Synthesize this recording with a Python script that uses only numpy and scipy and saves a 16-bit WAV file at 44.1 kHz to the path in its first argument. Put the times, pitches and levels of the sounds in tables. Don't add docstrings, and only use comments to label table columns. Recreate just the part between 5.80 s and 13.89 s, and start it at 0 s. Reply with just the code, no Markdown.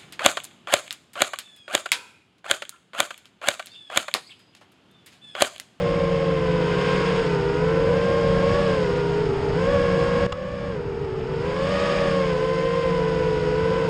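import sys
import numpy as np
from scipy.fft import rfft, irfft, next_fast_len
from scipy.io import wavfile
from scipy.ndimage import uniform_filter1d, map_coordinates

SR = 44100
rng = np.random.default_rng(int(sys.argv[2]) if len(sys.argv) > 2 else 0)


def to_wav(sig):
    pcm = np.clip(np.atleast_2d(sig), -1, 1) * 32767
    pcm = np.round(pcm).astype(np.int16)
    wavfile.write(sys.argv[1], SR, pcm.T)


N = 356769
BLADES = 3
CRUISE_HZ = 500


def amp(db):
    return 10 ** (np.asarray(db) / 20)


def unit(x):
    return x / np.sqrt(np.mean(x ** 2))


def curves(rows):
    times, *columns = np.transpose(rows)
    return np.array([np.interp(np.arange(N) / SR, times, column) for column in columns])


def wobble(rate):
    points = rng.standard_normal(int(N * rate / SR) + 4)
    return map_coordinates(points, [np.arange(N) * rate / SR])


def bump(middle, width):
    return np.exp(-((np.arange(N) / SR - middle) / width) ** 2)


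def filtered(x, response):
    size = next_fast_len(N + 8192)
    return irfft(rfft(x, size) * response(np.fft.rfftfreq(size, 1 / SR)), size)[..., :N]


def coloured(x, spectrum):
    f, db = np.transpose(spectrum)

    def response(hz):
        return amp(np.interp(np.log(hz + 1), np.log(f), db, -120, -120))
    return unit(filtered(x, response))


# (frequency [Hz], level [dB per Hz])
RUMBLE = [(12, -21.5), (25, -2.5), (60, -1), (90, -1.5), (130, -25.5)]


def frame_rumble():
    return amp(-40) * coloured(rng.standard_normal(N), RUMBLE)


# (time [s], level [dB])
WIND = [(0.0, -32.5), (0.75, -35.5), (1.06, -38), (1.75, -35), (2.0, -29.5), (2.72, -28), (2.88, -33),
        (3.36, -34.5), (3.64, -31), (4.4, -28), (4.9, -25.5), (5.46, -29.5), (6.04, -32), (6.68, -39.5),
        (7.5, -36), (8.08, -33)]


def wind_db():
    return curves(WIND)[0]


# (frequency [Hz], level [dB per Hz])
BUFFET = [(15, -19), (28, -13), (60, -7), (110, -5), (200, -10.5), (400, -21)]


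def wind():
    lumps_db = 0.51 * wobble(14)
    return amp(wind_db() + lumps_db) * coloured(rng.standard_normal(N), BUFFET)


# (frequency [Hz], level [dB per Hz])
DOWNWASH = [(80, -24), (200, 3.5), (450, 6), (800, 1.5), (1500, -4.5), (3000, -15.5)]


def downwash():
    churn_db = sum(extra_db * bump(middle, width) for middle, width, _, extra_db in TURNS)
    level_db = churn_db + 0.31 * hiss_db() + 0.5 * wind_db() - 5.0
    return amp(level_db) * coloured(rng.standard_normal(N), DOWNWASH)


def hiss_db():
    octaves = np.log2(pitches().mean(axis=0) / CRUISE_HZ)
    return -39 + 14 * octaves + load_db()


# (frequency [Hz], level [dB per Hz])
HISS = [(500, -16), (1100, 1), (2000, 2.5), (3150, 1.5), (4150, -7), (5000, -1), (5600, -5.5), (6500, -6.5),
        (7100, -16.5), (8900, -20), (9600, -29.5), (10300, -64)]
# (time [s], level [dB])
TREBLE = [(0, -1.1), (1.25, -1.9), (1.5, 0.32), (4.75, 1.2), (5.4, 0.34)]


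def blade_hiss(angles):
    ruffle = amp(0.4 * wobble(60) + 0.27 * wobble(200))
    sweep = 1 + 0.2 * np.cos(BLADES * angles).sum(axis=0)
    hiss = amp(hiss_db()) * coloured(rng.standard_normal(N) * sweep * ruffle, HISS)
    treble = filtered(hiss, lambda hz: hz > 3800)
    return hiss + (amp(curves(TREBLE)[0]) - 1) * treble


# (time [s], level of snap and ring [dB], level of thump [dB])
STRIKE = (4.5222, -12, -12)
# (frequency [Hz], level within the ring [dB], time to fall 60 dB [s])
BLADE = [(1100, 2, .018), (1270, -5, .09), (2840, -4, .012), (3420, -7, .012), (4900, -14, .016)]


def strike():
    start, snap_db, thump_db = STRIKE
    t = np.maximum(np.arange(N) / SR - start, 0)
    held = np.maximum(t - .004, 0)
    contact = np.clip(t / 0.00071, 0, 1) * amp(-60 * held / 0.016)
    # (frequency [Hz], level [dB per Hz])
    snap_colour = [(600, 7.5), (3000, -5.5), (7500, -12.5), (11000, -39.0)]
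    snap = contact * coloured(rng.standard_normal(N), snap_colour)
    ring = sum(amp(db - 60 * held / t60) * np.sin(2 * np.pi * hz * t) for hz, db, t60 in BLADE)
    ring *= np.clip(t / .003, 0, 1)
    late = np.maximum(t - .005, 0)
    thump = -amp(-60 * late / .07) * np.sin(2 * np.pi * 85 * late)
    return amp(snap_db) * (ring + .65 * snap) + amp(thump_db) * thump


# (middle [s], half width [s], blade load [dB], extra downwash [dB])
TURNS = [(1.153, 0.37, 7.5, 2.5), (2.85, 0.35, 2, 1), (6.0, 0.39, 5, 2)]


def load_db():
    return sum(db * bump(middle, width) for middle, width, db, _ in TURNS)


# (time [s], slow rotor [Hz], near rotor [Hz], far rotor [Hz], fourth rotor [Hz])
ROTORS = [(0.0, 475.0, 530.0, 571.0, 528.0), (0.44, 458.0, 536.0, 555.0, 516.0),
          (0.68, 434.0, 503.0, 511.0, 514.0), (0.88, 425.0, 481.0, 518.0, 512.0),
          (1.0, 418.0, 477.0, 520.0, 537.0), (1.115, 445.0, 481.0, 526.0, 524.0),
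          (1.2, 417.0, 478.0, 521.0, 559.0), (1.27, 463.0, 471.0, 517.0, 533.0),
          (1.345, 439.0, 470.0, 514.0, 551.0), (1.405, 460.0, 464.0, 506.0, 548.0),
          (1.47, 422.0, 455.0, 496.0, 516.0), (1.64, 399.0, 451.0, 486.0, 489.0),
          (1.74, 412.0, 472.0, 495.0, 487.0), (1.92, 451.0, 503.0, 525.0, 507.0),
          (2.12, 459.0, 511.0, 565.0, 533.0), (2.3, 469.0, 538.0, 573.0, 536.0),
          (2.61, 456.0, 534.0, 566.0, 540.0), (2.76, 481.0, 564.0, 593.0, 570.0),
          (2.86, 462.0, 550.0, 582.0, 567.0), (3.08, 411.0, 479.0, 507.0, 518.0),
          (3.3, 406.0, 464.0, 482.0, 493.0), (3.41, 424.0, 466.0, 490.0, 490.0),
          (3.49, 391.0, 418.0, 445.0, 468.0), (3.66, 404.0, 427.0, 468.0, 456.0),
          (3.73, 397.0, 450.0, 478.0, 478.0), (3.8, 440.0, 505.0, 520.0, 515.0),
          (3.92, 494.0, 563.0, 578.0, 561.0), (4.13, 471.0, 533.0, 556.0, 549.0),
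          (4.4, 478.0, 537.0, 559.0, 559.0), (4.48, 486.0, 555.0, 564.0, 560.0),
          (4.6, 509.0, 550.0, 592.0, 568.0), (4.84, 470.0, 550.0, 585.0, 584.0),
          (4.9, 481.0, 535.0, 572.0, 548.0), (4.96, 422.0, 497.0, 530.0, 505.0),
          (5.01, 407.0, 452.0, 485.0, 475.0), (5.18, 389.0, 430.0, 468.0, 455.0),
          (5.24, 408.0, 414.0, 479.0, 445.0), (5.3, 370.0, 432.0, 442.0, 440.0),
          (5.36, 388.0, 410.0, 452.0, 443.0), (5.41, 371.0, 428.0, 438.0, 445.0),
          (5.5, 384.0, 440.0, 492.0, 452.0), (5.6, 390.0, 460.0, 482.0, 462.0),
          (5.67, 418.0, 498.0, 533.0, 495.0), (5.74, 425.0, 502.0, 543.0, 512.0),
          (5.92, 482.0, 565.0, 612.0, 566.0), (6.04, 489.0, 570.0, 625.0, 578.0),
          (6.28, 470.0, 549.0, 595.0, 573.0), (6.4, 460.0, 538.0, 569.0, 542.0),
          (6.54, 434.0, 505.0, 528.0, 517.0), (7.0, 474.0, 523.0, 526.0, 536.0),
          (7.22, 449.0, 495.0, 520.0, 524.0), (7.66, 429.0, 484.0, 501.0, 501.0),
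          (8.0, 458.0, 508.0, 519.0, 540.0), (8.08, 445.0, 462.0, 498.0, 519.0)]
# (middle [s], half width [s], swings a second [Hz],
# greatest swing of slow [%], near [%], far [%], fourth rotor [%])
SHUDDERS = [(2.113, .065, 9.5, 4.2, -5, 1.5, 0), (6.15, .3, 8.8, .9, .4, -.5, .3)]


def pitches():
    rocking = 0
    for middle, width, rate, *swings in SHUDDERS:
        swing = np.cos(2 * np.pi * rate * (np.arange(N) / SR - middle))
        rocking = rocking + np.outer(swings, bump(middle, width) * swing)
    return curves(ROTORS) * (1 + rocking / 100)


def shaft_angles():
    hunting = np.array([.004 * wobble(9) + .0045 * wobble(20) + .0012 * wobble(45) for _ in SHAFT])
    hunting *= amp(.6 * load_db())
    return 2 * np.pi * np.cumsum(pitches() * (1 + hunting), axis=1) / SR / BLADES


def levels(laws, drift):
    base, per_octave, per_load = np.transpose(laws)[..., None]
    octaves = np.log2(pitches() / CRUISE_HZ)
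    drift_db = np.vstack([curves(drift), np.zeros(N)])
    return base + per_octave * octaves + per_load * load_db() + drift_db


def tone(angle, order, flutter_db):
    flutter = amp(flutter_db * wobble(18))
    return np.sqrt(2) * flutter * np.sin(order * angle + rng.uniform(0, 2 * np.pi))


SHAFT_ORDERS = (1, 2, 4)
SHAFT = [(-33, -43.5, -55), (-39, -46.5, -53), (-40, -49, -55.5), (-30.5, -41.5, -53.5)]
# (time [s], level [dB])
HUM = [(0, 0.5), (.9, 1.5), (3.5, -1)]


def shaft_hum(angle, orders_db):
    hum = sum(amp(db) * tone(angle, order, flutter_db=1.0) for order, db in zip(SHAFT_ORDERS, orders_db))
    return amp(curves(HUM)[0]) * hum


OVERTONES = [(0, -3, -8.5, -8), (-7, -15, -21, -18.5), (-4, -8.5, -13.5, -15.5), (-5, -9.5, -16.5, -18.5)]
# (time [s], level [dB])
THIRD = [(0, -9), (.45, -4.5), (.9, 1.2), (4.2, 1.5), (6.3, 0), (7.0, -4.5), (7.8, 1)]
# (level at cruise pitch [dB], change with pitch [dB per octave], change with load [dB per dB])
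TONE_LAW = [(-22.5, 10.5, -0.38), (-30, 8.5, 0.49), (-33, 8.5, -0.27), (-34.5, 5.5, -0.55)]
OVERTONE_LAW = [(-49.5, 16, -0.3), (-38, 16, 0.032), (-44, 16, 0.63), (-47, 16, 1.05)]
# (time [s], slow rotor [dB], near rotor [dB], far rotor [dB])
STRENGTH = [(0, -3, -1.5, 2), (2.3, 1, -0.58, 2), (3.6, -1, 0.73, 0.5), (4.7, -0.2, 2, 3),
            (5.3, 0.5, 2.4, 7), (6.05, -3, 1.6, -2.5), (8.08, 0.4, -0.84, 0.8)]
# (time [s], slow rotor [dB], near rotor [dB], far rotor [dB])
BRIGHTNESS = [(0, -13, -2, -8.5), (.8, 3, 0.8, 2), (1.9, 9, 1.5, 2), (2.2, 0.5, 2, -9.5),
              (4.2, 2.5, 1, 2.5), (5.3, 2.5, 1, 2.5), (6.05, 1.5, -1, 1.5), (6.802, 3.5, 4, -5.5),
              (8.08, 3.5, 3.5, -1)]


def propeller_whine(angles):
    whine = np.zeros(N)
    third_db, = curves(THIRD)
    lean = {3: third_db, 4: -.6 * third_db}
    tone_db, overtone_db = levels(TONE_LAW, STRENGTH), levels(OVERTONE_LAW, BRIGHTNESS)
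    for angle, hum_db, main_db, bright_db, overtones in zip(angles, SHAFT, tone_db, overtone_db, OVERTONES):
        whine += shaft_hum(angle, hum_db)
        whine += amp(main_db) * tone(angle, BLADES, flutter_db=1.0)
        for multiple, db in enumerate((0, *overtones), 2):
            gain = amp(bright_db + db + lean.get(multiple, 0))
            whine += gain * tone(angle, multiple * BLADES, flutter_db=1.5)
    return whine


def scene():
    angles = shaft_angles()
    air = frame_rumble() + wind() + downwash() + blade_hiss(angles)
    return (air + strike() + propeller_whine(angles))[None]


def gain_control(x, cut_db, recovery):
    treble = filtered(x, lambda hz: hz > 2200)
    over = np.abs(treble) > .12
    ahead = round(.0555 * SR)
    seen = np.pad(over[ahead:], (0, ahead))
    n = np.arange(N)
    last_seen = np.maximum.accumulate(np.where(seen, n, -10 * N))
    since = (n - last_seen) / SR
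    gain = amp(-cut_db * np.clip(1 - since / recovery, 0, 1))
    return x * uniform_filter1d(gain, size=60)


def housing_notch(hz):
    offset = 1 - (hz / 6020) ** 2
    return (offset + .008j) / (offset + .2j)


def record(dry):
    x = filtered(dry[0], housing_notch)
    x = gain_control(x, cut_db=12.5, recovery=1.8)
    return filtered(x, lambda hz: hz < 10250)[None]


dry = scene()
out = record(dry)
to_wav(out)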